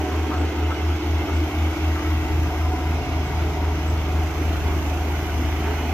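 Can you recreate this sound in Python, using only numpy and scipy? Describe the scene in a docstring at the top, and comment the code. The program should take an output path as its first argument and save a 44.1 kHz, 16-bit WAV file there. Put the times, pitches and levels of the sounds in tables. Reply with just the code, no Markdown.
"""On a gravel road, a vibrating road roller drives slowly past, close by.
Its four-cylinder diesel drones at the firing rate and throbs against a tone at three times the drum's
shaking rate. Stones crack under the steel drum and make it ring, and the engine block clatters.
Exhaust, fan and gravel roar, loose parts rattle with each shake, and a drive whines in passing.
A thin whistle rises near the end, and an insect chirps in the trees."""
import sys
import numpy as np
from scipy import signal
from scipy.io import wavfile
from scipy.ndimage import uniform_filter1d, map_coordinates

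SR = 44100
rng = np.random.default_rng(int(sys.argv[2]) if len(sys.argv) > 2 else 0)


def master(y):
    """Save y as 16-bit WAV."""
    cut = np.clip(np.atleast_2d(y).T, -1, 1)
    pcm = np.round(cut * 32767)  # scale
    wavfile.write(sys.argv[1], SR, pcm.astype(np.int16))


N = 261513
TIME = np.arange(N) / SR

# How the noises change as the roller passes:
# (time [s], roar [dB], rumble [dB], drum ringing [dB], roar's tilt above 4 kHz [dB per octave])
PASS_BY = [(0, -32, -42, -24, 1), (.6, -32.5, -35.5, -25, -0.5), (1.5, -33, -38, -35, 1),
           (2.5, -34, -36.5, -27, 2), (3.1, -32, -32.5, -31, -0.5), (4.3, -33, -39, -31, 1.5),
           (5.3, -31.5, -33.5, -37.5, 2), (5.93, -31.5, -38, -29.5, 1.5)]


def engine(crank):
    """Four cylinders fire twice per crankshaft turn, making a drone; pumps add higher tones."""
    # Loud tones: (time [s], then a level [dB] for each of the five multiples below)
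    loud = [(0, -25.5, -50, -36, -40, -47), (.9, -24, -49, -36, -40, -54),
            (1.5, -25.5, -46, -32.5, -42, -54), (2.4, -23, -45, -33.5, -44, -48),
            (3.1, -24.5, -40, -42, -48, -41), (4.2, -22.5, -37, -39, -47, -49),
            (5.0, -23.5, -43, -41, -52, -47), (5.93, -24, -42, -42, -52, -46)]
    # Weak engine and pump tones: (multiple of the crankshaft rate, level [dB])
    weak = [(2.5, -53), (3.5, -52), (4.5, -52), (6, -51), (7, -55), (15.94, -52), (17, -57), (17.96, -51),
            (21.5, -53), (23.3, -52)]
    # The drone dips briefly: (time [s], level change [dB])
    dips = [(3.08, -4.5), (3.29, -1), (4.36, -3.5), (5.26, -5), (5.78, -1.5)]
    dip_s = 0.058
    dip_db = sum(db * np.exp(-((TIME - s) / dip_s) ** 2) for s, db in dips)
    return shaft_tones(crank, (2, 4, 7.97, 8.98, 18.87), loud, weak) * gain_of(dip_db)


def drum_hum(shaker):
    """An off-centre weight spins inside the drum and shakes it."""
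    # Loud tones: (time [s], then a level [dB] for each of the four multiples below)
    loud = [(0, -52, -58, -33, -56), (.9, -55, -47, -28, -57), (1.5, -55, -43, -25, -55),
            (2.5, -54, -35.5, -30.5, -50), (3.1, -51, -36, -32.5, -42), (4.3, -53, -36.5, -35, -47),
            (4.8, -55, -36.5, -45, -47), (5.93, -55, -37, -43, -47)]
    # Weak tones: (multiple of the shaking rate, level [dB])
    weak = [(4, -50), (9, -56), (11, -55), (12, -49), (13, -53), (16, -57)]
    return shaft_tones(shaker, (1, 2, 3, 5), loud, weak)


def drum_ringing(shaker):
    """Stones crack under the drum, most often when the weight presses down, and ring the steel."""
    # Ringing notes of the steel shell and frame: (pitch [Hz], width [Hz], relative level [dB])
    notes = [(243, 10, -35), (257.7, 6, 7), (291.3, 6.1, 6), (320, 27, -11), (336, 15, -4), (360, 3.3, -28),
             (391.6, 5, 4.5), (419.2, 10.5, 8), (423.7, 13, 2), (507, 14, -21), (580, 12, -9),
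             (694, 16, -26), (740.5, 12, 9), (834, 47, -22), (900, 11, 5.5), (950, 12, -4),
             (1059, 6, -16.5), (1196, 22, -6), (1305, 19, -3.5), (1450, 10, -1), (1572, 10, -4),
             (2170, 23, -21), (2700, 76, -9), (4200, 150, -25), (5200, 160, -33), (6100, 120, -32)]
    # Larger stones crunching: (time [s], extra ringing [dB], pitch stirred most [Hz], length [s])
    crunches = [(.01, 3, 710, 0.17), (0.015, 6, 270, 0.077), (.3, 8.5, 290, 0.094),
                (0.316, 24, 1120, 0.073), (0.403, 10, 273, 0.16), (0.58, 2, 270, 0.034),
                (0.717, 20, 1340, 0.034), (1.07, 10, 2600, 0.088), (1.265, 20, 5000, .05),
                (1.277, 21, 352, 0.061), (1.278, 22, 1340, 0.095), (1.35, 18, 5700, .04),
                (1.435, 16, 5200, .03), (1.46, 15, 330, 0.049), (1.746, 16, 1400, 0.057),
                (1.956, 24, 1170, 0.13), (2.72, 13, 725, .05), (3.057, 16, 1010, 0.043),
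                (3.906, 15, 330, 0.056), (4.323, 11, 1600, 0.12), (4.8, 8, 2150, .05),
                (5.645, 20, 850, 0.091), (5.675, 21, 490, 0.14), (5.7, 8, 2750, .1), (5.76, -3, 700, .1)]
    stones_per_s, crack_top_hz = 1500, 4770  # stones give way, so their cracks have little treble
    rise_s, spread_octaves = 0.0092, 0.35
    press = 1 + .4 * np.cos(2 * np.pi * shaker)
    size = gain_of(3 * np.minimum(rng.exponential(size=N), 4)) * rng.choice([-1, 1], size=N)
    stones = size * (rng.random(N) < press * stones_per_s / SR)
    stones = signal.sosfilt(signal.butter(N=2, Wn=crack_top_hz, fs=SR, output="sos"), stones)
    s, crunch_db, crunch_hz, length = np.transpose(crunches)
    since = np.maximum(TIME[::64] - s[:, None] + rise_s, 0)
    bursts = np.minimum(since / rise_s, 1) * np.exp(-(since / length[:, None]) ** 2)
    rings = []
    for hz, width, db in notes:
        nearness = np.exp(-(np.log2(hz / crunch_hz) / spread_octaves) ** 2)
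        extra_db = np.interp(TIME, TIME[::64], (crunch_db * nearness) @ bursts)
        level = gain_of(db + 1.9 * drift(top_hz=4) + extra_db)
        rings.append(level * unit_level(resonate(stones, hz, width)))
    left_share = .5 + 0.22 * rng.uniform(-1.6, 1, size=len(notes))
    _, _, ring_db, _ = curves(PASS_BY)
    return gain_of(ring_db - 6.5) * spread(rings, left_share)


def roar(crank, shaker):
    """Exhaust, fan and crushed gravel make a broad noise that throbs lightly with firings and shakes."""
    # Tone colour of the roar: (frequency [Hz], relative level [dB])
    colour = [(110, -29), (180, -13), (209, -16), (309, -3), (520, -19.5), (728, -10.5), (810, -14),
              (1030, -17), (1500, -17.5), (1810, -24), (2100, -19.5), (3300, -27), (4670, -34.5),
              (6200, -30.5), (8510, -48.5), (14100, -37.5), (15400, -52)]
    roar_db, _, _, tilt_db = curves(PASS_BY)
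    throb = 1 + 0.034 * np.cos(2 * np.pi * 2 * crank) + 0.02 * np.cos(2 * np.pi * shaker)
    level = gain_of(roar_db + 2 + 0.5 * drift(top_hz=12))
    return level * throb * noise(colour, size=1024, patchy_db=1.5, tilt_db=tilt_db)


def rumble():
    """The ground and the exhaust make a deep, uneven noise."""
    # Tone colour of the rumble: (frequency [Hz], relative level [dB])
    colour = [(11, -55), (18, -30), (42, -28), (52, -6), (75, -1), (101, 0), (129, -4), (230, -21),
              (300, -52), (510, -120)]
    _, rumble_db, _, _ = curves(PASS_BY)
    return gain_of(rumble_db - 0.5) * noise(colour, size=4096, patchy_db=6)


def clatter(crank):
    """Noisy knocks at the firing rate ring the engine block, each note swelling in its own time."""
    # Ringing notes of the block and covers: (pitch [Hz], width [Hz], relative level [dB])
    notes = [(1969, 133, -1.5), (2082, 40, -2.5), (2185, 91, 0), (2314, 45, -6), (2522, 150, -5),
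             (2684, 45, -4.5), (2760, 30, -17), (2937, 36, -5.5), (3134, 130, -5), (3388, 24, -9.5),
             (4220, 110, -12.5), (4870, 150, -13.5), (5230, 210, -12), (5780, 220, -30)]
    # Loudness of the clatter: (time [s], level [dB])
    loudness = [(0, -43), (1.2, -38.5), (2.2, -39), (4, -41.5), (4.8, -48.5), (5.93, -40.5)]
    knock = (1 + 0.14 * np.cos(2 * np.pi * 2 * crank)) * rng.standard_normal(N)
    rings = [gain_of(db + 2 * drift(top_hz=5)) * narrow_band(knock, hz, width) for hz, width, db in notes]
    left_share = 0.41 + 0.11 * rng.uniform(-1.3, 1, size=len(notes))
    return gain_of(curves(loudness)[0]) * spread(rings, left_share)


def drive_whine():
    """The drive makes a fuzzy tone that lifts, then sinks, while the roller is alongside."""
    # Course of the whine: (time [s], pitch [Hz], level [dB])
    course = [(2.45, 950, -50), (2.68, 1010, -42), (3.05, 940, -46), (3.8, 942, -44), (4.0, 935, -72)]
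    hz, db = curves(course)
    fuzz = narrow_band(rng.standard_normal(N), hz, width=45)
    return gain_of(db) * fuzz * (TIME > course[0][0]) * (TIME < course[-1][0])


def rattle(shaker):
    """Each shake jolts loose parts into a bright burst of noise that dies away."""
    # Tone colour of the rattle: (frequency [Hz], relative level [dB])
    colour = [(1800, -30), (2600, 12), (4500, -2), (6000, -2), (7200, -3), (10000, -11), (15000, -28)]
    level_db, fade_turns = -50.5, .3
    jolt = np.exp(-(shaker % 1) / fade_turns) * gain_of(1.5 * drift(top_hz=10))
    return gain_of(level_db) * unit_level(jolt) * noise(colour, size=256, patchy_db=2)


def whistle():
    """A thin, high band of noise rises as the roller's tail turns toward the listener."""
    # Course of the whistle: (time [s], pitch [Hz], level [dB])
    course = [(4.4, 13600, -85), (4.8, 13800, -64), (5.3, 13850, -63), (5.5, 14600, -61),
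              (5.93, 14700, -56)]
    hz, db = curves(course)
    fuzz = np.array([narrow_band(rng.standard_normal(N), hz, width=160) for _ in range(2)])
    return gain_of(db + 2.5 * drift(top_hz=15)) * fuzz * (TIME > course[0][0])


def insect():
    """An insect gives short chirps of steady pitch that start quickly and fade."""
    # Chirps: (start [s], level [dB], pitch [Hz], length [s], left over right [dB])
    chirps = [(0.3815, -53, 7710, 0.05, 4), (0.7103, -59, 7700, 0.05, -0.5),
              (1.3349, -54, 7710, 0.059, 3.0), (2.9337, -64, 7710, 0.05, 0.0),
              (3.248, -56, 7710, 0.046, 0.0), (3.872, -49, 7710, 0.042, -3)]
    out = np.zeros((2, N))
    for s, db, hz, length, pan_db in chirps:
        t = np.maximum(TIME - s, 0)
        shape = (1 - np.exp(-t / .004)) * np.exp(-(t / length) ** 2)
        out += gain_of(db + np.array([[.5], [-.5]]) * pan_db) * shape * np.sin(2 * np.pi * hz * t)
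    return out


def shaft_angles():
    """Counts the crankshaft's turns and the drum's shakes as the listener hears them."""
    # Crankshaft rate as heard: (time [s], rate [Hz])
    heard_crank_rate = [(0, 38.9), (.8, 38.9), (1.2, 38.82), (2, 38.83), (2.4, 38.94), (2.9, 38.825),
                        (4.3, 38.82), (5, 38.7), (5.4, 38.5), (5.93, 38.55)]
    # Shaking rate as heard, sinking slightly as the roller passes: (time [s], rate [Hz])
    heard_shake_rate = [(0, 27.4), (.7, 27.36), (1.1, 27.22), (3.8, 27.2), (4.4, 27.1), (5.93, 27.08)]
    crank, shaker = (np.cumsum(curves(rate)[0]) / SR for rate in (heard_crank_rate, heard_shake_rate))
    cancel_s = 1.262  # here 1/6 turn sets the drum's triple-rate tone against the firing tone
    cancel = round(cancel_s * SR)
    return crank - crank[cancel], shaker - shaker[cancel] + 1 / 6


def shaft_tones(angle, multiples, loud, weak, waver_db=3, wander_radians=.6):
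    """Pure tones at multiples of a shaft's rate; weak ones waver as their path through the air changes."""
    out = sum(gain_of(db) * np.cos(2 * np.pi * k * angle) for k, db in zip(multiples, curves(loud)))
    for k, db in weak:
        level = gain_of(db + waver_db * drift(top_hz=2.69))
        out += level * np.cos(2 * np.pi * k * angle + wander_radians * drift(top_hz=2.42))
    return np.sqrt(2) * out


def delay_treble(right, above_hz=1600):
    """The roller's treble reaches the right side late; long, low waves reach both sides alike."""
    # Lag on the right: (time [s], delay [samples])
    lag = [(0, 3), (2, 6), (3.9, 6), (4.6, 0), (5.93, 0)]
    high = signal.sosfiltfilt(signal.butter(N=2, Wn=above_hz, btype="high", fs=SR, output="sos"), right)
    late = map_coordinates(high, [np.arange(N) - curves(lag)[0]], order=3, mode="nearest")
    return right - high + late


def noise(colour, size, patchy_db, tilt_db=None):
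    """Stereo noise of level 1, built from frames of `size` samples, with drifting louder patches."""
    # How alike the two sides are: (frequency [Hz], likeness [-1 to 1])
    likeness = [(60, 0.87), (130, 0.92), (290, 1), (640, 0.9), (1410, 0.67), (3100, -0.36), (6810, -0.15),
                (15000, 0.0024)]
    # Which side is louder: (frequency [Hz], left over right [dB])
    balance = [(60, 5.5), (110, 1), (200, 0.5), (380, -1), (700, 0), (1290, 1.5), (2380, -7), (4400, 0.5),
               (8120, -1), (15000, -1.5)]
    frames, hz = 4 * N // size + 5, np.fft.rfftfreq(size, 1 / SR)
    a, b, c, d, patches = rng.standard_normal((frames, len(hz), 5)).T
    patches = uniform_filter1d(patches, size=6, axis=0)  # smooth over frequency
    patches = unit_level(uniform_filter1d(patches, size=12, axis=1))  # and over time
    same = np.clip(at_frequencies(likeness, hz), -1, 1)[:, None]
    left = a + 1j * b
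    right = same * left + np.sqrt(1 - same ** 2) * (c + 1j * d)
    db = at_frequencies(colour, hz)[:, None] + patchy_db * patches
    if tilt_db is not None:
        octaves_up = np.log2(np.maximum(hz / 4000, 1))
        frame_s = np.arange(frames) * size / 4 / SR
        db = db + np.outer(octaves_up, np.interp(frame_s, TIME, tilt_db))
    side_db = np.outer([.5, -.5], at_frequencies(balance, hz))[..., None]
    spectra = np.array([left, right]) * gain_of(db + side_db)
    return unit_level(signal.istft(spectra, nperseg=size, noverlap=size * 3 // 4)[1][:, :N])


def resonate(x, hz, width):
    """Lets x ring at hz: shifts that pitch down to zero, smooths, and shifts back."""
    turn = np.exp(2j * np.pi * np.cumsum(hz * np.ones(N)) / SR)
    decay = np.exp(-np.pi * width / SR)
    return 2 * (turn * signal.lfilter([1 - decay], [1, -decay], x / turn)).real


def narrow_band(x, hz, width):
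    """Two resonances in a row keep only the sound near hz, at level 1."""
    return unit_level(resonate(resonate(x, hz, width), hz, width))


def spread(rings, left_share):
    """Shares each ringing note between left and right; the mix has level 1."""
    return unit_level(np.array([left_share, 1 - left_share]) @ np.array(rings))


def drift(top_hz):
    """A slow random wobble of level 1, no faster than top_hz."""
    hz = np.geomspace(.2, top_hz, num=16)[:, None]
    waves = np.sin(2 * np.pi * (hz * TIME[::256] + rng.random(hz.shape))) / np.sqrt(hz)
    return np.interp(TIME, TIME[::256], unit_level(waves.sum(0)))


def curves(rows):
    """Joins the points of a time table with straight lines, one curve per column."""
    s, *columns = np.transpose(rows)
    return [np.interp(TIME, s, column) for column in columns]


def at_frequencies(points, hz):
    """Reads a frequency table at hz, with octaves evenly spaced."""
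    table_hz, value = np.transpose(points)
    return np.interp(np.log(hz + 1), np.log(table_hz + 1), value)


def gain_of(db):
    """Turns decibels into a multiplier."""
    return 10 ** (np.asarray(db) / 20)


def unit_level(x):
    """Scales x to an average (rms) level of 1."""
    return x / np.sqrt(np.mean(x ** 2) + 1e-20)


def scene():
    """Engine and drum tones sit near the middle; the noises spread to both sides."""
    crank, shaker = shaft_angles()
    hum = (engine(crank) + drum_hum(shaker)) * gain_of([[.2], [-.2]])
    roller = hum + drum_ringing(shaker) + roar(crank, shaker) + rumble()
    left, right = roller + rattle(shaker) + clatter(crank) + drive_whine()
    return np.array([left, delay_treble(right)]) + whistle() + insect()


def record(dry):
    """Cuts off the very highest treble."""
    top_hz = 15350
    low_pass = signal.firwin(511, top_hz, window=("kaiser", 9), fs=SR)
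    return signal.oaconvolve(dry, low_pass[None], "same")


dry = scene()
out = record(dry)
master(out)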